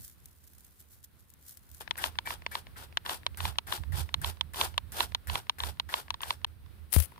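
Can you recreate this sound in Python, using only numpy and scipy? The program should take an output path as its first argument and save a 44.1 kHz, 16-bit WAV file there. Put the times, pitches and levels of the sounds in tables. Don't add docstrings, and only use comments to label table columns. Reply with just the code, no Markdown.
import sys
import numpy as np
from scipy import signal
from scipy.fft import rfft, irfft, next_fast_len
from scipy.io import wavfile

SR = 44100
rng = np.random.default_rng(int(sys.argv[2]) if len(sys.argv) > 2 else 0)


def to_wav(sig):
    pcm = np.clip(np.atleast_2d(sig), -1, 1) * 32767
    pcm = np.round(pcm).astype(np.int16)
    wavfile.write(sys.argv[1], SR, pcm.T)


def ratio(d):
    e = np.asarray(d, float) / 20
    return 10 ** e


N = 317079


def rms_one(x):
    return x / np.sqrt(np.mean(x ** 2) + 1e-20)


def in_time(rows, outside=None):
    s, *columns = np.transpose(rows)
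    t = np.arange(N) / SR
    return [np.interp(t, s, column, outside, outside) for column in columns]


def swell(s, length, db):
    phase = np.clip((np.arange(N) / SR - s) / length, -.5, .5)
    return ratio(db) * np.cos(np.pi * phase) ** 2


def drift(rate_hz, channels=1):
    r = np.exp(-2 * np.pi * rate_hz / SR)
    white = rng.standard_normal((channels, N + SR))
    return rms_one(signal.lfilter([1], [1, -2 * r, r * r], white)[:, SR:])


def pair(alike):
    shared, own = rng.standard_normal(N), rng.standard_normal((2, N))
    alike = np.clip(alike, 0, 1)
    return np.sqrt(alike) * shared + np.sqrt(1 - alike) * own


def colour(x, spectrum):
    size = next_fast_len(N)
    hz, db = np.transpose(spectrum)
    bins_hz = np.arange(size // 2 + 1) * SR / size
    gain = ratio(np.interp(np.log(bins_hz + 1), np.log(hz), db))
    return rms_one(irfft(rfft(x, size) * gain, size)[..., :N])


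def band(x, low_hz, high_hz):
    return signal.sosfilt(signal.butter(2, [low_hz, high_hz], "band", fs=SR, output="sos"), x)


def ring(clicks, hz, t60):
    r, w = ratio(-60 / (t60 * SR)), 2 * np.pi * hz / SR
    return signal.lfilter([0, np.sin(w)], [1, -2 * r * np.cos(w), r * r], clicks + 1e-18)


def bursts(times, gains, t60):
    clicks = np.zeros((2, N))
    clicks[:, (np.asarray(times) * SR).astype(int)] = gains
    return signal.lfilter([1], [1, -ratio(-60 / (t60 * SR))], clicks + 1e-18)


def sides(pan_db):
    return ratio(np.array([pan_db / 2, -pan_db / 2]))


def garden_air():
    # frequency in Hz, level in dB per Hz.
    murmur = [(71, 2.5), (120, 2.5), (663, -16.5), (1450, -15), (2330, -19.5), (4150, -21.5), (6950, -34),
              (8710, -25), (13700, -24.5), (15500, -22.5), (16500, -63)]
    # time in seconds, level in dB.
    murmur_swell = [(0.0, -72), (1.3, -74.5), (1.82, -68.5), (1.96, -65.5), (6.23, -68), (6.55, -69.5),
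                    (7.19, -65)]
    level_db = in_time(murmur_swell)[0] + 9.5 + drift(5.6)
    return ratio(level_db) * colour(pair(alike=0.14), murmur)


def ports():
    # time in seconds, level in dB.
    breeze_level = [(0, -48), (.08, -66), (1.58, -68.5), (1.9, -59), (3.3, -55), (3.6, -59.5), (5.9, -60.5),
                    (6.4, -55), (6.85, -52.5), (7.0, -71), (7.19, -63)]
    # middle in seconds, length in seconds, level in dB.
    gust_rows = [(1.713, 0.11, -57), (3.33, 0.087, -48), (3.46, 0.22, -36.5), (3.683, 0.13, -43),
                 (3.807, 0.079, -37.5), (3.961, 0.31, -33), (4.232, 0.31, -36.5), (4.467, 0.19, -44),
                 (4.65, 0.37, -45), (4.86, 0.33, -46), (5.086, 0.34, -44.5), (5.33, 0.19, -36),
                 (5.669, 0.28, -42), (5.848, 0.21, -47)]
    port_hz, port_width_hz = 77, 15
    white = rng.standard_normal((2, N + SR))
    tuned = rms_one(ring(white, port_hz, 2.7 / port_width_hz)[:, SR:])
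    lumps = rms_one(band(white, 29.0, 94.0)[:, SR:])
    rumble = rms_one(tuned + 0.024 * lumps)

    breeze = ratio(in_time(breeze_level)[0] + 4) * sides(-8)[:, None]
    gusts = sum(swell(*row) for row in gust_rows) * ratio([[-16], [6]])
    touch = swell(6.99, 0.12, -27) * [[1], [0]]
    flap = rms_one(band(band(white, 103, 159), 103, 159)[:, SR:])
    buffet = ratio(15.5) * gusts ** 2 * flap
    return np.sqrt(breeze ** 2 + gusts ** 2 + touch ** 2) * rumble + buffet


def leaves():
    # time in seconds, peak in dB, left-right difference in dB.
    snaps = [(0.0149, -48, -5), (0.079, -33, -5), (0.257, -29, 3), (0.475, -40, -6), (0.534, -43, -4),
             (0.5496, -47, -9), (0.5824, -38, -1), (0.6065, -40, -4), (0.6456, -39, -4), (0.7966, -49, -5),
             (1.029, -47, 13), (1.041, -36, -10), (1.302, -42, 10), (1.338, -38.5, 6), (1.4263, -47, -1),
             (1.4501, -63, 5.0), (1.483, -37, 16), (1.572, -31.5, 9), (1.691, -45, 11), (1.715, -36, 8),
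             (1.747, -34, 13), (1.804, -29, 5.0)]
    # middle in seconds, level in dB, fading to either side in dB per second.
    pushes = [(.03, -45.5, 161), (.28, -64, 32), (.6, -61, 22), (.808, -51.5, 500), (.94, -54.5, 246),
              (1.046, -49.5, 991), (1.2, -61, 250), (1.305, -59.5, 498), (1.496, -48, 184),
              (1.78, -57.5, 76)]
    # frequency in Hz, level in dB per Hz.
    rustle = [(880, -55), (1500, -12), (2790, -22), (3220, -15), (5150, -12), (15100, -3.5), (16000, -35),
              (16500, -32)]
    s, peak_db, pan_db = np.transpose(snaps)
    t = np.arange(N) / SR
    push_db = np.max([db - fade * np.abs(t - middle) for middle, db, fade in pushes], axis=0)
    push_db = push_db - 99 * (t > s[-1])
    grain = ratio(push_db + 3.7 * drift(130) - 2.5)
    ticks = bursts(s, ratio(peak_db - 11.0) * sides(pan_db), t60=0.013)
    return (grain + ticks) * colour(pair(alike=0.048), rustle)


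def finger():
    # time in seconds, peak in dB, T60 in seconds.
    slip_rows = [(6.9107, -61, 0.005), (6.924, -24, 0.0018), (6.928, -21, 0.0067), (6.9308, -21.5, 0.0039),
                 (6.9381, -15, 0.003), (6.942, -26, 0.035), (6.949, -29, 0.022), (6.96, -27, 0.026),
                 (6.984, -31, 0.034), (7.001, -26.5, 0.023), (7.021, -42, 0.019), (7.033, -40, 0.0084),
                 (7.047, -45, 0.0071), (7.056, -47, 0.019), (7.117, -59, .02)]
    # frequency in Hz, level in dB per Hz.
    skin = [(290, -28), (500, -6.5), (1280, -10.5), (1450, -11), (3350, -8), (6660, -12), (10600, 2),
            (15600, -7), (16500, -44)]
    brush_s, rise_s, hold_s, brush_db, fade_db_per_s = 6.92, 0.0093, 0.1, -34.5, 270
    lift_s = 7.062
    turns = brush_s + np.cumsum([-.02, .02, rise_s, hold_s, 40 / fade_db_per_s])
    levels = brush_db - np.array([32, 16, 0, 3, 43])
    slide_db = in_time(np.c_[turns, levels], outside=-120)[0]
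    slide_db = slide_db - 12 * (np.arange(N) > lift_s * SR)
    rub = ratio(slide_db + 2.0 * drift(200) - 3.5)
    slips = sum(bursts([s], ratio(db), t60) for s, db, t60 in slip_rows)
    scratch = (rub + slips) * colour(pair(alike=0.25), skin)

    bump_s, bump_db, bump_t60_s = 6.9642, -10, .13
    t = np.maximum(np.arange(N) / SR - bump_s, 0)
    swing = np.cos(2 * np.pi * 78 * t + .8 * (1 - np.exp(-t / .003)))
    dying = ratio(-60 * np.maximum(t - .012, 0) / bump_t60_s)
    bump = ratio(bump_db) * (t > 0) * swing * dying * [[1], [0]]
    return scratch * ratio([[5.5], [-11]]) + bump


def squeaks():
    # start in seconds, length in seconds, pitch in Hz, level in dB.
    seal = [
        (2.253, 0.04, 2310, -40),
        (2.516, 0.047, 2280, -48),
    ]
    t, out = np.arange(N) / SR, np.zeros(N)
    for s, length, hz, db in seal:
        arch = np.sin(np.pi * np.clip((t - s) / length, 0, 1)) ** .5
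        out += ratio(db) * arch * np.sin(2 * np.pi * hz * t)
    return out


def contacts():
    # time in seconds, peak in dB, hardness in dB, left-right difference in dB.
    returns = [(1.909, -16.5, -10.5, 4), (2.186, -13.5, -15, 1), (2.463, -16.5, -17, -2.5),
               (2.971, -14.5, -8, -0.5), (3.264, -14.5, -7, 0.5), (3.584, -13.5, -6, -2.5),
               (4.141, -18.5, -0.5, 2.5), (4.409, -19, -4.5, -7), (4.778, -14.5, -5.5, -2.5),
               (5.147, -14.5, -5.5, 2.5), (5.495, -16, -6, -0.3), (5.797, -18, -7, -3.5),
               (6.104, -18.5, -7, 2.1), (6.445, -17.5, -4, 0)]
    # time in seconds, peak in dB, hardness in dB, left-right difference in dB.
    jolts = [(2.039, -12.5, -12.5, 3), (2.062, -43, -21, -1), (2.272, -20, -28, -2),
             (2.305, -18.5, -27, -2), (2.552, -16.5, -15, -4), (3.061, -22.5, -13, -1),
             (3.093, -18.5, -9.5, 0.5), (3.403, -20.5, -14, 0), (3.452, -16.5, -13, 1),
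             (3.723, -15.5, -13, 1.5), (4.244, -20, -8, -8.5), (4.543, -32, -14.5, -12),
             (4.611, -14.5, -5.5, -2.5), (5.004, -12.5, -9, -7.5), (5.297, -18.5, -11, -3.5),
             (5.354, -15, -13.5, -5), (5.602, -25.5, -3, -0.5), (5.635, -22, -6, 3), (5.939, -15, -9, -3.5),
             (6.141, -26.5, -9, -1), (6.205, -31, -12, 0), (6.232, -26, -5.5, 4),
             (6.305, -15.5, -7.5, -0.5), (7.119, -43.5, -25, 4), (7.159, -46, -20, 7),
             (7.178, -39.5, -25, -1)]
    # time in seconds, peak in dB, left-right difference in dB.
    lever_ticks = [(1.809, -51, -1), (1.876, -28, 16), (1.955, -31.5, 3), (1.978, -41, 3), (2.154, -33, 2),
                   (2.42, -33, -3), (2.668, -33.5, 5), (2.925, -38.5, -6), (3.232, -48, 24),
                   (3.345, -40, -11), (3.556, -36, 1), (3.835, -29.5, -1), (4.09, -28, -0.5),
                   (4.37, -40, -15.5), (4.741, -33.5, 1), (5.12, -30.5, -3), (5.468, -37.5, -2),
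                   (5.771, -42, -6), (6.081, -35, -2), (6.415, -44, -7), (6.66, -47.5, -18)]
    # how far that kind wakes the bottle, in dB
    rows = [(*row, -17.5) for row in returns]
    rows += [(*row, -14.5) for row in jolts]
    rows += [(s, db, -34.5, pan_db, -23.5) for s, db, pan_db in lever_ticks]
    s, peak_db, hard_db, pan_db, body_db = np.transpose(sorted(rows))
    body_db = body_db + 1.25 * (s - s.mean())
    contact_lag_s = .0008
    return s + contact_lag_s, peak_db, body_db, hard_db, pan_db


def knocks():
    # mode in Hz, level in dB, T60 in seconds.
    bottle = [
        (935, 3.5, 0.018),
        (1116, 5.5, 0.0088),
    ]
    # mode in Hz, level in dB, T60 in seconds.
    trigger = [(695, -12.5, 0.009), (1663, -2, 0.0087), (2156, 5.5, 0.0013), (3094, 11.5, 0.0054),
               (3510, 9, 0.0096), (4112, 0, 0.013), (4450, -39, 0.0056), (6140, -5, 0.0054),
               (7150, -54, .006), (10020, -1, 0.00097)]
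    modes = bottle + trigger
    s, peak_db, body_db, hard_db, pan_db = contacts()
    at, gain = (s * SR).astype(int), ratio(peak_db) * sides(pan_db)
    chance = rng.normal(0, 1, (len(s), len(modes), 2))
    ringing = np.zeros((2, N))
    for k, (hz, db, t60) in enumerate(modes):
        hollow = k < len(bottle)
        share_db = body_db + 7.0 if hollow else hard_db * (hz > 2600) - 2.0
        strike = ratio(db + share_db + 2.2 * chance[:, k].T) * (-1) ** k
        clicks = np.zeros((2, N))
        clicks[:, at + 30 * hollow] = gain * strike
        ringing += ring(clicks, hz, t60)

    rattle = bursts(s, gain, t60=0.017) * pair(alike=0.23)
    rattle_db = np.clip(np.interp(np.arange(N), at, hard_db) / 4, -9, 0)
    rattle = band(band(rattle * ratio(rattle_db), 870, 4940), 940, 4250)
    return band(ringing, 486, 14300) + ratio(2.0) * rattle


def pressure(start_db, column):
    # valve opens in seconds, pressure builds in seconds, holds in seconds,
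    # mist level in dB, level of the jet in the pump body in dB.
    squeezes = [(1.807, 0.0018, 0.0058, -48, -51.5), (1.969, 0.089, 0.011, -41, -45),
                (2.255, 0.058, 0.025, -45.5, -48.5), (2.513, 0.041, 0.037, -49.5, -53),
                (2.766, 0.039, 0.039, -53.5, -56.5), (3.051, 0.055, 0.04, -42, -44.5),
                (3.374, 0.099, 0.023, -44, -48.5), (3.668, 0.068, 0.031, -42, -47),
                (3.922, 0.066, 0.023, -41.5, -47.5), (4.216, 0.056, 0.027, -43, -48),
                (4.536, 0.07, 0.051, -37, -41), (4.922, 0.073, 0.044, -39, -43.5),
                (5.275, 0.07, 0.04, -45, -48), (5.585, 0.083, 0.026, -46, -48.5),
                (5.888, 0.076, 0.036, -45.5, -49), (6.214, 0.099, .015, -48, -52.5)]
    open_s, sag_s, dribble_s, dribble_db = 0.0045, 0.038, 0.11, -23
    out = 0
    for row in squeezes:
        s, build, hold, db = *row[:3], row[column]
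        turns = s + np.cumsum([-open_s, open_s, build, hold, sag_s, dribble_s])
        levels = [-95, min(start_db, db), db, db - 2.5, db + dribble_db, db + 2 * dribble_db]
        out = out + ratio(in_time(np.c_[turns, levels], outside=-140)[0])
    return out


def spray():
    # time in seconds, gurgle in dB, spit at the nozzle in dB.
    squirts = [(1.808, -41, -56), (1.9782, -23.5, -44.5), (2.2577, -26, -57), (2.5157, -30, -57),
               (2.759, -33.5, -77), (3.0502, -29, -77), (3.3726, -32, -48), (3.671, -31.5, -59.5),
               (3.922, -31, -63.5), (4.2154, -33, -49), (4.5355, -32, -51), (4.9202, -34, -48),
               (5.2718, -30, -50), (5.585, -31, -67), (5.891, -28.5, -96), (6.2172, -28, -46.5)]
    # frequency in Hz, level in dB per Hz.
    mist_spectrum = [(2650, -3.5), (4500, 0.5), (5810, -3), (6690, -7), (8730, -1), (15100, -3),
                     (16200, -47), (16500, -55)]
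    # frequency in Hz, level in dB per Hz.
    jet_spectrum = [(150, -32.5), (250, -33), (309, -8), (388, -3.5), (530, -7), (865, 3.5), (1230, -2),
                    (1460, 4.5), (2130, -12.5), (3560, -3.5), (5000, -46.5), (6500, -40), (11000, -120)]
    # time in seconds, left-right difference in dB.
    nozzle_swing = [(1.8, 3.5), (2.24, 1.7), (4.81, 1), (4.91, -2.5), (5.43, 0), (5.54, 1.5), (6.4, 0.5)]
    s, gurgle_db, spit_db = np.transpose(squirts)
    mist = colour(pair(alike=0.047), mist_spectrum) * ratio(2.0 * drift(162))
    jet = colour(pair(alike=0.64), jet_spectrum) * ratio(2.6 * drift(140))

    gap_s, loss_db = .007, 7.5
    spit = sum(bursts(s + k * gap_s, ratio(spit_db + 12.5 - k * loss_db), t60=0.014) for k in range(3))
    gurgle = rms_one(band(pair(alike=0.83), 1460, 1920))
    squirt = bursts(s, ratio(gurgle_db - 12), t60=0.2) * gurgle

    nozzle = pressure(-54.5, column=3) * mist + spit * band(mist, 6700, 19000)
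    nozzle = sides(in_time(nozzle_swing)[0]) * nozzle * ratio(3.0)
    return nozzle + pressure(-60, column=4) * jet * ratio(6.5) + squirt


def scene():
    left, right = leaves() + finger() + squeaks() + knocks() + spray()
    right_lag, bass_lag, shadow_hz = 19, 8, 1400
    lows = signal.sosfiltfilt(signal.butter(2, shadow_hz, fs=SR, output="sos"), right)
    near = np.array([left, np.roll(lows, bass_lag) + np.roll(right - lows, right_lag)])
    return near + ports() + garden_air()


def top_cut(x):
    return signal.sosfilt(signal.butter(12, 17010, fs=SR, output="sos"), x)


def record(dry):
    dip = 1 - np.minimum(3 * swell(6.4585, .016, 0), 1)
    mix = band(dry, 45, 21700) * dip
    return top_cut(mix)


dry = scene()
out = record(dry)
to_wav(out)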